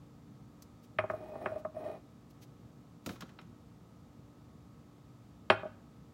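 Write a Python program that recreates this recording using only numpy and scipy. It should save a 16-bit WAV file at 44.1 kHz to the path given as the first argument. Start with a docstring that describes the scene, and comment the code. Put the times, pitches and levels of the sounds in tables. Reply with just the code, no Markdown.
"""First comes the low hum of an appliance: its motor drones and its fan rushes in a small kitchen.
A ceramic mug is put down on a stone counter, then rocks and scrapes along it, its hollow booming.
Hands pick up a utensil with a few dry clicks, and now and then a sleeve brushes past.
Last, the mug is set down with one hard knock and settles. Each knock rings both the mug and
the stone, and the room answers with a short echo."""
import sys
import numpy as np
from scipy import signal
from scipy.fft import rfft, irfft
from scipy.io import wavfile
from scipy.ndimage import uniform_filter1d

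SR = 44100
rng = np.random.default_rng(int(sys.argv[2]) if len(sys.argv) > 2 else 0)


def file_out(sig):
    """Save sig as 16-bit WAV at sys.argv[1]."""
    # one column per channel
    cols = np.atleast_2d(sig).T
    # limit, then scale
    lim = np.clip(cols, -1, 1)
    pcm = np.round(lim * 32767).astype(np.int16)
    wavfile.write(sys.argv[1], SR, pcm)


N = 270333
T = np.arange(N) / SR


def undb(db):
    """Turn decibels into a number to multiply by."""
    return 10 ** (np.asarray(db) / 20)


def unit(x):
    """Scale a sound so its average strength (rms) is 1."""
    return x / np.sqrt(np.mean(x ** 2))


def fade(t, fade_s):
    """Die away smoothly; every fade_s in this file is the time taken to drop 60 dB."""
    return np.exp(-np.log(1000) * t / fade_s)


def convolve(x, response):
    """Play a sound through an object or room, given its response to one tiny tap."""
    return signal.fftconvolve(x, response)[:N]


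def colour(x, tone):
    """Make each pitch louder or softer by rows of (pitch_hz, level_db); the result has strength 1."""
    hz, db = np.transpose(tone)
    pitches = np.maximum(np.fft.rfftfreq(N, 1 / SR), 1)
    gain = undb(np.interp(np.log(pitches), np.log(hz), db))
    return unit(irfft(rfft(x) * gain, N))


def noise(tone):
    """A steady hiss with the given tone, at strength 1."""
    return colour(rng.standard_normal(N), tone)


def wander(turns_per_s):
    """A value that drifts at random, mostly between -1 and 1."""
    turns = np.arange(0, T[-1] + 1, 1 / turns_per_s)
    return np.interp(T, turns, rng.standard_normal(len(turns)))


def ring(notes, build_cycles):
    """A tapped object: each of its notes swells over its first cycles, then dies away."""
    t, sound = T[:SR], 0
    for k, (hz, db, fade_s) in enumerate(notes):
        swell = 1 - np.exp(-t * hz / build_cycles)
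        sound += (-1) ** k * undb(db) * np.sin(2 * np.pi * hz * t) * fade(t, fade_s) * swell
    return sound


def burst(tone, fade_s, rise_s):
    """A short crack of noise with energy 1, evened out so that it follows its tone smoothly."""
    hz, db = np.transpose(tone)
    t = T[:SR]
    spectrum = rfft(rng.standard_normal(SR) * fade(t, fade_s) * (1 - np.exp(-t / rise_s)))
    spectrum /= np.sqrt(uniform_filter1d(np.abs(spectrum) ** 2, size=50) + np.finfo(float).tiny)
    gain = undb(np.interp(np.log1p(np.arange(len(spectrum))), np.log(hz), db))
    crack = irfft(spectrum * gain, SR) * (t < .5)
    return crack / np.sqrt(np.sum(crack ** 2))


# the motor's steady notes: pitch_hz, level_db
MOTOR_NOTES = [(118.4, -70), (236.9, -68), (292, -67), (352, -81.5), (468.3, -78), (1114, -81.5),
               (1233, -81.5), (1292, -80), (3521, -93.5), (3758, -93), (4581, -95)]
# the tone of the fan: pitch_hz, level_db
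FAN_TONE = [(25, -38.5), (42, -12.5), (62, 1.5), (85, -1.5), (115, 4.5), (200, 1), (290, -7), (400, -11.5),
            (800, -16.5), (1300, -22.5), (1600, -27), (3000, -31.5), (7500, -35.5), (9000, -41),
            (16000, -42.5)]


def appliance(waver_db=2, drift_hz=1.317, fan_db=-56.5):
    """A motor hums, each note a little unsteady, over the soft rush of a fan."""
    motor = 0
    for hz, db in MOTOR_NOTES:
        height = np.sqrt(2) * undb(db + waver_db * wander(13))
        pitch_hz = hz + drift_hz * wander(8.1)
        motor += height * np.sin(2 * np.pi * np.cumsum(pitch_hz) / SR)
    return motor + undb(fan_db) * noise(FAN_TONE)


# how long the room holds each pitch: pitch_hz, fade_s
ROOM_FADES = [(100, 0.31), (600, 0.48), (2400, 0.54), (3300, 0.11), (6000, 0.47), (15000, 0.21)]
# more echo is heard when the action moves to the back of the counter: time_s, level_db
ECHO_LEVELS = [(2, -20), (3, -13.5), (5.4, -18.5)]


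def kitchen_echo(sound, gap_s=0.0051):
    """The hard walls of a small room send the sound back as a short blur."""
    hz, fade_s = np.transpose(ROOM_FADES)
    t, tail = T[:SR], 0
    edges_hz = np.geomspace(50, 16000, 9)
    for low, high in zip(edges_hz, edges_hz[1:]):
        band_filter = signal.butter(3, [low, high], "band", fs=SR, output="sos")
        band = signal.sosfilt(band_filter, rng.standard_normal(SR))
        tail += band * fade(t, np.interp(np.log(low * high) / 2, np.log(hz), fade_s))
    tail *= np.clip(t / gap_s - 1, 0, 1)
    amount = undb(np.interp(T, *np.transpose(ECHO_LEVELS)))
    return convolve(amount * sound, tail / np.sqrt(np.sum(tail ** 2)))


# each brush of the sleeve: middle_s, level_db, half_length_s
SLEEVE_BRUSHES = [(0.844, -66.5, 0.015), (1.112, -66.5, 0.012), (1.595, -69, 0.014), (2.309, -65.5, 0.008),
                  (2.431, -59.5, 0.015), (3.107, -58, 0.044)]
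# the tone of cloth: pitch_hz, level_db
CLOTH_TONE = [(1000, -5.5), (2500, 2.5), (6000, 2.5), (8500, -6), (11000, -2.5), (14000, -5), (16000, 0)]


def sleeve():
    """Cloth brushes past in short, soft swishes."""
    swishes = sum(undb(db) * np.exp(-((T - middle_s) / half_s) ** 2)
                  for middle_s, db, half_s in SLEEVE_BRUSHES)
    return noise(CLOTH_TONE) * swishes


# a utensil and jewellery being handled: start_s, clack_db, tick_db
HANDLING_CLICKS = [(0.6207, -64, -51), (3.0606, -40.5, -41), (3.0906, -40.5, -53), (3.157, -52.5, -66),
                   (3.206, -45, -48.5), (3.22, -43, -60), (3.291, -53.5, -69), (3.3875, -45.5, -83),
                   (3.412, -58, -67)]
# the tones of the utensil's clack, its sharp tick and the hand's thump: pitch_hz, level_db
CLACK_TONE = [(200, -23), (700, -3.5), (1150, 0.5), (1700, -5), (2400, -1), (3000, -6), (3900, -4),
              (5500, -33.5), (8000, -40), (15000, -60)]
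TICK_TONE = [(1000, -47), (3000, -14), (4500, 4.5), (6500, 4), (9000, -6), (13000, -5), (16000, -6)]
THUMP_TONE = [(40, -22), (90, 1.5), (220, 13.5), (380, 1.5), (600, -3.5), (1200, -12.5), (4000, -81)]
# the utensil's own notes: pitch_hz, level_db, fade_s
UTENSIL_NOTES = [(1130, 4, 0.018), (1300, 9, 0.015), (2090, -4, 0.027), (2430, -30, .045), (3130, -16, .09),
                 (3770, -28, 0.053), (5400, 13, 0.057)]


def utensil(click_rise_s=0.0023, thump_rise_s=0.013, firmest_thump_db=-32.5, clack_db=-2, ring_db=-4):
    """Dry clicks ring the utensil briefly; the firmer ones carry a low thump of the hand."""
    clack, tick, thump = noise(CLACK_TONE), noise(TICK_TONE), noise(THUMP_TONE)
    clacks, ticks, thumps = np.zeros((3, N))
    t = T[:SR // 2]
    click_shape = np.minimum(t / click_rise_s, 1) * fade(np.maximum(t - click_rise_s, 0), fade_s=0.043)
    thump_shape = np.minimum(t / thump_rise_s, 1) * fade(t, fade_s=0.12)
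    firmest_db = max(row[1] for row in HANDLING_CLICKS)
    for start_s, firmness_db, tick_db in HANDLING_CLICKS:
        span = slice(int(start_s * SR), int(start_s * SR) + len(t))
        thump_db = firmest_thump_db + 3.3 * (firmness_db - firmest_db)  # light clicks hardly thump
        clacks[span] += click_shape * undb(firmness_db) * clack[span]
        ticks[span] += click_shape * undb(tick_db) * tick[span]
        thumps[span] += thump_shape * undb(thump_db) * thump[span]
    ringing = unit(convolve(clacks, ring(UTENSIL_NOTES, build_cycles=1))) * np.std(clacks)
    return undb(clack_db) * clacks + undb(ring_db) * ringing + ticks + thumps


# the mug's notes, from its hollow up to the fine rings of its wall: pitch_hz, level_db, fade_s
MUG_NOTES = [(628, -17, .08), (690, -29, .07), (1065, -38, .12), (1149, -32, .13), (1264, -28, .09),
             (1805, -27, .045), (2030, -35, .03), (2425, -36, .11), (2520, -23, .03), (3860, -44, .05),
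             (4576, -49, .08), (5020, -47, .08), (5577, -43, .1), (7537, -42, .09), (9036, -30, .13),
             (9690, -42, .09), (12834, -39, .12), (15692, -52, .1)]


def mug_ring():
    """One tap on the mug: the air inside booms and the ceramic wall rings."""
    return ring(MUG_NOTES, build_cycles=2.5)


# each push of the mug over the stone: start_s, end_s, firmest_s, firmest_db
MUG_PUSHES = [(1.084, 1.583, 1.453, -40.5), (1.74, 1.96, 1.886, -40.5)]


def push_loudness(swell_share, swell_db=9, swell_half_s=0.065, rise_s=0.014, stop_s=0.048):
    """Each push starts, swells to its firmest moment and stops; swell_share scales the swell."""
    gain = np.zeros(N)
    for start_s, end_s, firmest_s, firmest_db in MUG_PUSHES:
        moving = np.interp(T, [start_s, start_s + rise_s, end_s, end_s + stop_s], [0, 1, 1, 0])
        slack = 1 - np.exp(-((T - firmest_s) / swell_half_s) ** 2)
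        gain += moving * undb(firmest_db - swell_share * swell_db * slack)
    return gain


# the tones of the rubbing foot, the grit under it and the rumbling slab: pitch_hz, level_db
RUB_TONE = [(100, 15), (560, -1), (720, 3), (1100, -13.5), (1800, -13.5), (2500, -23.5), (4000, -13),
            (9000, -66)]
GRIT_TONE = [(1500, -16), (3000, 4.5), (5500, 2.5), (7500, -3), (9000, -4), (9700, -5), (13000, 2.5),
             (16000, 12)]
SLAB_TONE = [(50, -12), (110, 7), (220, 4.5), (380, 13.5), (520, 5), (750, 10.5), (1000, -3), (1600, -10),
             (3000, -17), (8000, -38.5)]


def mug_scrape(mug, slips_per_s=900, spread_db=2.0, boom_db=-1.5, grit_db=-32, rumble_db=-6):
    """The unglazed foot catches and slips: tiny jerks boom in the hollow, grit makes the wall sing."""
    slipping = rng.random(N) < slips_per_s / SR
    slips = slipping * undb(spread_db * rng.standard_normal(N)) * rng.choice([-1, 1], N)
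    boom = unit(convolve(colour(slips, RUB_TONE), mug)) * undb(boom_db)
    sing = unit(convolve(colour(slips, GRIT_TONE), mug)) * undb(grit_db)
    rumble = colour(slips, SLAB_TONE) * undb(rumble_db)
    return boom * push_loudness(1) + sing * push_loudness(0.4) + rumble * push_loudness(0.7)


def knock_force(start_s, hardness_hz, grit_db):
    """One contact: a softer one lasts longer and has less treble; grit adds a tiny sharp edge."""
    tap = signal.unit_impulse(SR // 40)
    soften = signal.butter(4, min(hardness_hz, SR / 4), fs=SR, output="sos")
    force, first = np.zeros(N), int(start_s * SR)
    force[first:first + len(tap)] = signal.sosfilt(soften, tap) + undb(grit_db) * tap
    return force


# the mug's foot meets the stone: start_s, mug_db, counter_db, hardness_hz (higher is brighter)
MUG_KNOCKS = [(0.986, -2.5, -12, 3160), (1.0371, -10, -15, 950), (1.0978, -8.5, -16, 1680),
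              (1.134, -9, -22, 830), (1.333, -22, -22, 800), (1.353, -15.5, -19, 870),
              (1.413, -12, -23, 780), (1.458, -12, -11.5, 2180), (1.5165, -6.5, -34, 640),
              (1.5575, -4.5, -32, 620), (1.648, -7.5, -20.5, 1085), (1.764, -4, -42, 554),
              (1.857, -22, -37, 716), (5.5, -0.5, 2, 4960), (5.63, -16.5, -19, 955), (5.651, -11, -19, 750)]
# the stone counter's notes: pitch_hz, level_db, fade_s
COUNTER_NOTES = [(205, -28, .09), (296, -28, .06), (353, -37, .18), (393, -25, .12), (530, -39, .16),
                 (645, -34, .28), (795, -30, .16), (945, -31, .06), (1100, -28, .09), (1398, -31, .16),
                 (1482, -33, .14), (1625, -24, .025), (1946, -35, .11), (2490, -31, .1), (2705, -25, .05),
                 (3150, -21, .025), (4010, -39, .04)]
# the tones of the glaze's snap and the stone's crack: pitch_hz, level_db
SNAP_TONE = [(600, 1.5), (1300, 7.5), (2100, 14.5), (2650, 10.5), (3200, -2), (4300, -1.5), (6000, -20),
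             (15000, -35)]
CRACK_TONE = [(60, -46.5), (150, -3.5), (600, 10), (1600, 5.5), (2800, -3), (3400, -5), (4200, -8.5),
              (6000, -24), (8000, -6.5), (15000, -26)]


def mug_knocks(mug, snap_db=-3, crack_db=2.5, scatter_db=-9,
               bounce_above_hz=2500, bounce_s=0.022, bounce_db=-10, bounce_hardness_hz=1280,
               cabinet_hz=105.4, cabinet_db=-32, cabinet_fade_s=0.3, cabinet_hardness_hz=1800):
    """Each knock rings the mug and the counter, and the cabinet booms under the mug's weight."""
    on_mug, on_counter, on_cabinet = np.zeros((3, N))
    for start_s, mug_db, counter_db, hardness_hz in MUG_KNOCKS:
        grit_db = -38.5 + 2.5 * np.log2(hardness_hz / 1000)  # harder knocks are grittier
        force = knock_force(start_s, hardness_hz, grit_db)
        on_mug += undb(mug_db) * force
        on_counter += undb(counter_db) * force
        cabinet_share = min(hardness_hz / cabinet_hardness_hz, 1) ** 2  # soft knocks barely reach it
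        on_cabinet += undb(mug_db) * force * cabinet_share
        if hardness_hz > bounce_above_hz:  # a hard knock bounces once, weaker and softer
            bounce = knock_force(start_s + bounce_s, bounce_hardness_hz, grit_db)
            on_counter += undb(counter_db + bounce_db) * bounce
    snap = undb(snap_db) * burst(SNAP_TONE, fade_s=0.038, rise_s=0.0016)
    crack = undb(crack_db) * burst(CRACK_TONE, fade_s=0.041, rise_s=0.00069)
    # the crack scatters off things standing nearby
    scatter = undb(scatter_db) * burst(CRACK_TONE, fade_s=0.11, rise_s=0.011)
    counter = ring(COUNTER_NOTES, build_cycles=1.2)
    cabinet = ring([(cabinet_hz, cabinet_db, cabinet_fade_s)], build_cycles=1.8)
    return (convolve(on_mug, mug + snap)
            + convolve(on_counter, crack + scatter - counter)
            + convolve(on_cabinet, cabinet))


def scene():
    """Mug, utensil and sleeve with their echo, over the hum, in one channel."""
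    mug = mug_ring()
    direct = mug_knocks(mug) + mug_scrape(mug) + utensil() + sleeve()
    return (direct + kitchen_echo(direct) + appliance())[None]


def record(dry, bass_hz=42, top_hz=15900):
    """The microphone sheds the deep bass, and the highest treble is cut."""
    thin = signal.sosfilt(signal.butter(2, bass_hz, "high", fs=SR, output="sos"), dry)
    return signal.sosfilt(signal.ellip(10, .2, 70, top_hz, fs=SR, output="sos"), thin)


dry = scene()
out = record(dry)
file_out(out)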